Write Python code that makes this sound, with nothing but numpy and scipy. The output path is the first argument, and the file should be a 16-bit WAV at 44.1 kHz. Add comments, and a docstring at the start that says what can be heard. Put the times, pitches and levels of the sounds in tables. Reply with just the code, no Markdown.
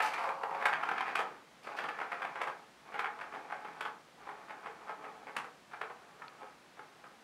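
"""A bright paw scratch and quick knocks come first, then the whirr of a hollow plastic ball in a bend.
A kitten has batted the ball round a plastic tube track on a carpet. It rocks to and fro ever more
quietly, knocking on its seam and rattling over the joints. Short bursts of noise make the knocks,
streams of tiny impacts make the rolling, whirr and scrapes, and filters give them the colour of
plastic. A small dry tick comes late; a quiet living room rings a little under a steady hush."""
import sys
import numpy as np
from scipy import signal
from scipy.fft import rfft, irfft, next_fast_len
from scipy.io import wavfile

SR = 44100
rng = np.random.default_rng(int(sys.argv[2]) if len(sys.argv) > 2 else 0)


def to_wav(sig):
    """Store sig (one row per channel, or 1-D mono) as 16-bit WAV at the path in sys.argv[1].

    Samples outside -1..1 are clipped; the rate is SR.
    """
    pcm = np.clip(np.atleast_2d(sig), -1, 1) * 32767
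    pcm = np.round(pcm).astype(np.int16)
    wavfile.write(sys.argv[1], SR, pcm.T)  # frames by channels


N = 318843


def from_db(db):
    """Turn decibels into a gain."""
    return 10 ** (np.asarray(db) / 20)


def rms_one(x):
    """Scale a sound to an rms (average strength) of 1."""
    return x / np.sqrt(np.mean(x ** 2) + 1e-20)


def add(out, s, sound):
    """Mix a sound in at time s, in seconds."""
    start = max(0, round(s * SR))
    out[start:start + len(sound)] += sound[:N - start]


def colour(x, *spectra):
    """Filter without pre-echo (minimum phase); the response in dB is the sum of the spectra."""
    size = 2 * next_fast_len(len(x))
    log_hz = np.log(np.maximum(np.arange(size // 2 + 1) * SR / size, 1))
    db = 0
    for spectrum in spectra:
        hz, level_db = np.transpose(spectrum)
        db = db + np.interp(log_hz, np.log(hz), level_db)
    # folding the cepstrum onto positive times gives the minimum phase
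    cepstrum = irfft(np.log(from_db(db)))[:size // 2]
    cepstrum[1:] *= 2
    return irfft(rfft(x, size) * np.exp(rfft(cepstrum, size)))[:len(x)]


def resonate(x, modes):
    """Resonances side by side; the dB of each is its gain at its own pitch."""
    out = np.zeros(len(x))
    for hz, width_hz, db in modes:
        r = np.exp(-np.pi * width_hz / SR)
        feedback = [1, -2 * r * np.cos(2 * np.pi * hz / SR), r * r]
        ringing = signal.lfilter([1, 0, -1], feedback, x + 1e-18)
        out += from_db(db) * (1 - r * r) / 2 * ringing
    return out


def contacts(per_s, spread_db, size):
    """Tiny impacts at random moments, of uneven strength and either sign."""
    strength = from_db(spread_db * np.minimum(rng.exponential(1, size), 4))
    happens = rng.random(size) < per_s / SR
    return happens * strength * rng.choice([-1, 1], size)


# Broad colour of the hollow shell. Each row: frequency in Hz, filter level in dB.
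SHELL_COLOUR = [(50, -40), (110, -35), (160, -22.5), (300, -16), (450, -5.5), (600, -1.5), (800, -2.5),
                (1300, 4), (2100, -1), (2900, -7.5), (4000, -15.5), (6500, -23.5), (10000, -24.5),
                (15500, -44)]


def knock(thud_db, hardness_db, crack_db, rebound_db, shell_t60=0.026, rebound_t60=0.13,
          rebound_delay_s=.009, usual_thud_db=-22, usual_hardness_db=-8.0, usual_crack_db=-26):
    """One blow: the dense modes of the shell die fast, and the ball chatters on in small rebounds."""
    t = np.arange(SR // 6) / SR
    # a soft blow is more of a thud; a hard one is shorter, so it reaches higher modes
    contact = [(450, thud_db - usual_thud_db), (1000, 0),
               (2300, hardness_db - usual_hardness_db), (7000, crack_db - usual_crack_db)]
    # a hard blow also builds up sooner
    build_s = .0035 * from_db(-.25 * hardness_db)
    build = np.minimum(t / build_s, 1)
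    burst = rng.standard_normal(len(t)) * build * from_db(-60 * t / shell_t60)
    blow = colour(burst, SHELL_COLOUR, contact)
    chatter = contacts(450, 1.14, len(t)) * from_db(-60 * t / rebound_t60) * (t > rebound_delay_s)
    chatter = colour(chatter, SHELL_COLOUR, contact, [(2500, 2.9), (8000, 2.6)])
    return rms_one(blow) + from_db(rebound_db) * rms_one(chatter)


def thud_share(strength_db, usual_strength_db=-28, usual_thud_db=-21, follows=-0.37):
    """Gentle blows are mostly thud: the bass share, in dB, falls as blows get stronger."""
    return usual_thud_db + follows * (strength_db - usual_strength_db)


# The ball clacks onto a joint and drops off its far edge. Each row: time of the clack in seconds,
# strength in dB, crack (treble share) in dB, catch on the lip in dB, seconds until the drop,
# drop in dB, hardness (upper-mid share) of the drop in dB, ring of the joint in dB.
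# All levels are relative: they are scaled further on.
JOINT_CROSSINGS = [(0.654, -12.5, -31.5, -20.5, .073, -6, -11.5, -18),
                   (1.153, -18, -30.5, -34, .036, -0.5, -21.5, -2),
                   (1.785, -23.5, -37.5, -11.5, 0.054, -2, -14, 4),
                   (2.414, -21, -31, -9, 0.057, -3, -18, -9), (2.991, -20.5, -33.5, -15, .051, -1, -9, -12),
                   (3.807, -25, -30.5, -25, .043, 0.5, -16.5, 1.5),
                   (5.364, -21.5, -28, -18.5, 0.077, -10.5, -18, -30),
                   (5.812, -23.5, -40, -28, 0.085, -9, -19.5, -20)]


def joints(level_db=-23.0, hardness_db=-12.0, rebound_db=-5.5, lip_s=0.013, lip_crack_db=-52.0,
           lip_rebound_db=5.0, drop_crack_db=-6.5, drop_rebound_db=0.0, drop_level_db=-25.0,
           ring_hz=3290, ring_width_hz=500):
    """The ball catches the lip of a loose joint, clacks onto it, and drops off with a rattle."""
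    out = np.zeros(N)
    for s, strength_db, crack_db, lip_db, cross_s, drop_db, drop_hardness_db, ring_db in JOINT_CROSSINGS:
        thud_db = thud_share(strength_db)
        lip = knock(thud_db, hardness_db, lip_crack_db, lip_rebound_db)
        clack = knock(thud_db, hardness_db, crack_db, rebound_db)
        drop = knock(thud_share(strength_db + drop_db), drop_hardness_db,
                     crack_db + drop_crack_db, drop_rebound_db)
        blows = [(s - lip_s, lip_db + level_db, lip),
                 (s, level_db, clack),
                 (s + cross_s, drop_db + drop_level_db, drop)]
        for at, blow_db, blow in blows:
            ringing = resonate(blow, [(ring_hz, ring_width_hz, ring_db)])
            add(out, at, from_db(strength_db + blow_db) * (blow + ringing))
    return out


# The rolling ball bumps on its seam. Each row: time in seconds, strength in dB, hardness (upper-mid
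# share) in dB, rebounds in dB, soft scuff before the knock in dB. All levels are relative.
SEAM_BUMPS = [(0.002, -18, -7.5, -5, -12), (0.046, -24, -18, -4, -6), (0.14, -27, -7, -1, -7),
              (0.176, -28, -11, 4, -16), (0.237, -23, -18, -11, -20), (0.288, -23.5, -18, -14, -10.5),
              (0.433, -21.5, -17, -14, -21), (0.508, -29, -20, -8, -24), (0.546, -32, -10, -2, -25),
              (0.622, -23.5, -12.5, -10, -10.5), (0.832, -20.5, -9.5, -9, -12), (0.887, -20, -14, -10, -17),
              (0.912, -23, -13.5, -4, -20), (0.979, -23.5, -5, -9.5, -13), (1.006, -20.5, -12.5, -8.5, -17),
              (1.078, -26.5, -12.5, 0, -5), (1.669, -29, -16.5, -14, -16), (1.886, -25.5, -8, -4, -24),
              (1.986, -27.5, -14.5, -0.5, -11), (2.012, -25.5, -17, -2.5, -21),
              (2.117, -24.5, -10.5, -0.5, -20), (2.218, -25.5, -10.5, -1, -15),
              (2.248, -25.5, -13, -12, -17), (2.355, -28.5, -12, -4.5, -26), (2.94, -30.5, -13, 2.5, -9),
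              (3.21, -29, -13.5, -0.5, -5), (3.345, -32.5, -17.5, 3.5, -1), (3.52, -26, -16.5, -8, -9),
              (3.646, -32.5, -15, -1.5, -24), (4.289, -32, -19, -8, -6.5), (4.504, -32, -13, -10, -7),
              (4.657, -31, -14.5, 0.5, -11), (4.892, -27.5, -17.5, -5.5, -9.5), (5.04, -35, -15, 3, -10),
              (5.268, -35, -16.5, 3.5, -34), (5.733, -32, -13, -3, -11.5), (6.218, -33, -15, -10, -18),
              (6.416, -39, -18, 4, -10), (6.791, -33.5, -19.5, -14, -14), (7.038, -39, -16, -4.5, -27)]


def bumps(level_db=-23.0, crack_db=-31.0, crack_follows=0.63, soft_rebound_db=4.0,
          soft_level_db=-23.5, soft_lead_s=.022):
    """A soft chattering scuff, then the knock; harder knocks also crack more."""
    out = np.zeros(N)
    for s, strength_db, hardness_db, rebound_db, soft_db in SEAM_BUMPS:
        tone = thud_share(strength_db), hardness_db, crack_db + crack_follows * hardness_db
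        soft_gain = from_db(strength_db + soft_db + soft_level_db)
        add(out, s - soft_lead_s, soft_gain * knock(*tone, soft_rebound_db))
        add(out, s, from_db(strength_db + level_db) * knock(*tone, rebound_db))
    return out


def bump_swing(before_s=0.047, before_db=-0.5, after_s=0.029, after_db=1.0):
    """Change in dB: the rolling is a little softer just before each bump and louder just after."""
    t = np.arange(0, N, 100) / SR
    age = t - np.array(SEAM_BUMPS)[:, :1]
    before = before_db * np.exp(-(age / before_s + 1) ** 2 * 2)
    after = after_db * np.exp(-(age / after_s - 1) ** 2 * 2)
    return np.interp(np.arange(N) / SR, t, (before + after).sum(axis=0))


# The ball rolls one way, then turns back. Each row: start in seconds, stop in seconds,
# relative rumble midway in dB, change in dB per second.
ROLLS_TO_AND_FRO = [(-0.2, 1.442, -42.5, 1), (1.6, 2.69, -46, -3.5), (2.79, 4.05, -49.5, 0.5),
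                    (4.13, 5.5, -53, -3), (5.64, 6.64, -58.5, 9), (6.7, 7.35, -65, -2)]


def roll_level(speed_up_s=0.1, slow_down_s=0.23):
    """Rumble in dB: each roll gathers speed, coasts, and slows to a stop."""
    t, gain = np.arange(N) / SR, 1e-5
    for start, stop, db, db_per_s in ROLLS_TO_AND_FRO:
        speed = np.clip((t - start) / speed_up_s, 0, 1) * np.clip((stop - t) / slow_down_s, 0, 1)
        middle = (start + stop) / 2
        gain = gain + speed ** 1.38 * from_db(db + db_per_s * (t - middle))
    return 20 * np.log10(gain)


def bend_hush(middle_s=0.42, width_s=.09, depth_db=15.0):
    """Change in dB: held to the wall in the fast bend, the ball rattles less."""
    return -depth_db * np.exp(-((np.arange(N) / SR - middle_s) / width_s) ** 2)


# Colours of the low thudding, the middle rumble and the gritty scratching of the rolling ball.
# Each row: frequency in Hz, filter level in dB.
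THUD_COLOUR = [(50, -27), (110, -28.5), (160, -8.5), (300, -0.5), (450, 0.5), (650, -2), (1200, -7),
               (5000, -78)]
RUMBLE_COLOUR = [(200, -47), (450, -6), (650, 0.5), (800, -1), (1300, 1.5), (1700, -5), (2400, -16),
                 (5000, -47), (15000, -79)]
GRIT_COLOUR = [(300, -27), (1100, 6.5), (1700, -1.5), (2350, 4), (2900, -8), (4000, -10), (6500, -20.5),
               (10500, -35), (12000, -35), (13000, -38), (15500, -49)]


def rolling(rumble_db=-5.0, grit_db=-10.5, thud_db=-35.0, thud_growth=0.55, contacts_per_s=600,
            spread_db=1.5, grit_follows=1.24, usual_rumble_db=-44):
    """The ball's seam and the roughness of the tube make a stream of tiny impacts."""
    rumble = roll_level() + bend_hush() + bump_swing()
    # grit rises and falls by more dB than the rumble does
    grit = usual_rumble_db + grit_follows * (rumble - usual_rumble_db)
    taps = contacts(contacts_per_s, spread_db, N)
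    # the low thudding comes from the ball's weight and grows less with speed
    low = from_db(thud_growth * rumble + thud_db) * rms_one(colour(taps, THUD_COLOUR))
    # the same impacts reach the middle and upper modes, each with a sign or strength of its own
    middle_taps = taps * rng.choice([-1, 1], N)
    middle = from_db(rumble + rumble_db) * rms_one(colour(middle_taps, RUMBLE_COLOUR))
    scratches = taps * rng.uniform(-1.5, 1.5, N) + contacts(1500, 2.5, N)
    high = from_db(grit + grit_db) * rms_one(colour(scratches, GRIT_COLOUR))
    return low + middle + high


# The ball pressed to the outer wall of the first bend. Each row: time in seconds, relative whirr in dB.
BEND_WHIRR = [(0, -29), (.06, -52), (.17, -46), (.24, -35.5), (.3, -36.5), (.36, -48.5), (.45, -40.5),
              (.7, -45.5), (.9, -97)]
# Resonances driven in the bend. Each row: frequency in Hz, width in Hz, gain in dB.
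BEND_RESONANCES = [(546, 14, 9), (546, 19, -18), (700, 20, 5), (782, 21, 9), (866, 22, 3), (855, 11, -14.5),
                   (921, 39, 7), (1030, 81, 0), (1140, 26, -11), (1240, 7.3, -22)]


def whirr():
    """At speed the ball hugs the outer wall and keeps that bend ringing."""
    drive_colour = [(200, -49), (500, -1.5), (1200, 5.0), (3000, -27), (8000, -10)]
    drive = colour(contacts(2500, 1.0, N), drive_colour)
    level_db = np.interp(np.arange(N) / SR, *np.transpose(BEND_WHIRR))
    return from_db(level_db) * rms_one(resonate(drive, BEND_RESONANCES))


# Scrapes on the plastic: paw strokes, and near 1.8 s probably the ball at a joint.
# Each row: start in seconds, relative level in dB, seconds to fade by 60 dB.
SCRAPES = [(0.019, -39.5, 0.28), (0.055, -46, 0.34), (0.134, -41.5, 0.07), (0.178, -53, 0.9),
           (1.629, -56.5, 0.5), (1.765, -49, 0.33), (1.835, -53, 0.1)]
# Colour of the scrapes without the claws. 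Each row: frequency in Hz, filter level in dB.
SCRAPE_COLOUR = [(400, -41), (1500, 1), (2400, 15), (2900, 12.5), (3500, 5), (4200, 5), (4650, 7),
                 (5400, 1.5), (7000, -3), (10500, -7), (15500, -31)]


def scrapes(claw_db=-8.5, claw_s=0.11, attack_s=0.0047):
    """Something slips over the plastic in fine catches; each scrape starts fast and fades."""
    t, strokes = np.arange(N) / SR, 0
    for s, db, fade_s in SCRAPES:
        age = np.maximum(t - s, 0)
        strokes = strokes + np.minimum(age / attack_s, 1) * from_db(db - 60 * age / fade_s)
    claw_colour = [(2000, -11), (3500, 7), (4700, -1), (6500, 0), (11000, -1), (15500, -15)]
    claws = rms_one(colour(contacts(1800, 1.6, N), claw_colour))
    slips = rms_one(colour(contacts(1800, 1.6, N), SCRAPE_COLOUR))
    # the claws fade from the start, so the first swipe of the paw scratches brightly
    return strokes * (slips + from_db(claw_db) * np.exp(-t / claw_s) * claws)


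# Resonances (+) and dead spots (-) of the track. Each row: frequency in Hz, width in Hz,
# nominal lift or dip in dB against its broad response.
TRACK_RESONANCES = [(150.3, 11, 11), (230, 13, 2.5), (432, 22, 6), (518, 40, -10.5), (528, 15, 6.5),
                    (595, 69, -9.5), (708, 51, 3.5), (770.7, 16.3, 4.5), (831, 39, 8.5), (856, 9.5, 3.5),
                    (940, 24, -1.5), (1004, 22, 1.5), (1111, 11, 4), (1275, 35, 3.5), (1582, 87, 2.5),
                    (1742, 7.6, 7), (1770, 30, 3), (2193, 123, 3.5), (2407, 126, 4), (2640, 78, 0.5),
                    (2770, 32, 3), (3050, 53, 4.5), (3314, 106, 3), (4630, 240, 3), (11960, 110, 11.5)]


def track(x, count=40):
    """Each resonance of the tube lifts, and each dead spot dips, its own narrow band."""
    for hz, width_hz, db in TRACK_RESONANCES:
        # the ball drives a mode more or less strongly as it passes its nodes and bellies:
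        # a random strength that drifts
        strengths = rng.uniform(.4, 1.4, count)
        coupling = np.interp(np.arange(N), np.linspace(0, N, count), strengths)
        x = x + (from_db(db) - 1) * resonate(x * coupling, [(hz, width_hz, 0)])
    return x


# One small dry tick: time in seconds, peak level in dB before the final treble cut.
DRY_TICK = (6.2815, -38.5)
# What the tick rings with. Each row: frequency in Hz, width in Hz, gain in dB.
TICK_RESONANCES = [(2400, 500, -8), (3250, 280, 1), (4400, 400, -2)]


def tick():
    """A short, thin tick with no tail after it: a tiny burst of noise through a few resonances."""
    s, db = DRY_TICK
    t, out = np.arange(SR // 20) / SR, np.zeros(N)
    burst = rng.standard_normal(len(t)) * from_db(-60 * t / .007)
    snap = resonate(burst, TICK_RESONANCES)
    snap = colour(snap, [(1200, -22), (2400, 10), (4800, -1), (6500, -26)])
    add(out, s, from_db(db) * snap / np.abs(snap).max())
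    return out


# How long the room rings. Each row: frequency in Hz, seconds to fade by 60 dB.
ROOM_FADE = [(150, 0.45), (1000, 0.33), (3000, 0.2), (8000, 0.24), (15000, 0.1)]


def room_tail(first_echo_s=0.0067):
    """Diffuse echoes in bands about an octave wide, each with its own fade time; total energy 1."""
    t, tail = np.arange(SR // 2) / SR, 0
    edges = np.geomspace(70, 17000, 9)
    for low, high in zip(edges, edges[1:]):
        t60 = np.interp(np.sqrt(low * high), *np.transpose(ROOM_FADE))
        band = signal.butter(2, [low, high], "band", fs=SR, output="sos")
        noise = signal.sosfilt(band, rng.standard_normal(len(t)))
        tail = tail + noise * from_db(-60 * t / t60)
    # silent until the first echo, then swelling to full over the same time again
    tail = tail * np.clip(t / first_echo_s - 1, 0, 1)
    return tail / np.sqrt(np.sum(tail ** 2))


def room(x, count=36):
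    """The echo pattern changes as the ball moves: each stretch has its own, fading into the next."""
    step = N // count + 1
    padded = np.pad(x, (step, 2 * step))
    fade = np.sin(np.linspace(0, np.pi, 2 * step))  # overlapping halves keep the power even
    out = np.zeros(len(padded) + SR)
    for start in range(0, N + step, step):
        stretch = padded[start:start + 2 * step] * fade
        echoes = signal.fftconvolve(stretch, room_tail())
        out[start:start + len(echoes)] += echoes
    return out[step:step + N]


# Colour of the room's hush. Each row: frequency in Hz, filter level in dB.
AIR_COLOUR = [(25, -24), (42, -35), (60, 0), (80, -17), (110, -4), (150, 1.5), (200, 2.5), (300, 1),
              (800, 1), (1700, -1), (2600, -5.5), (4000, -9), (10000, -19.5), (15500, -30.5)]


def hush(level_db=-60.5):
    """The quiet room: steady noise, shaped by a filter."""
    return from_db(level_db) * rms_one(colour(rng.standard_normal(N), AIR_COLOUR))


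def scene(room_db=-7.0, toy_db=-2.0):
    """Ball and paw excite the track, which sounds into the room over a steady hush."""
    excitation = joints() + bumps() + rolling() + scrapes()
    toy = from_db(toy_db) * (track(excitation) + whirr())
    return (toy + from_db(room_db) * room(toy) + tick() + hush())[None]


def record(dry, cutoff_hz=15750):
    """A steep filter cuts off the very top of the treble."""
    steep = signal.ellip(12, .1, 80, cutoff_hz, fs=SR, output="sos")
    return signal.sosfilt(steep, dry)


dry = scene()
out = record(dry)
to_wav(out)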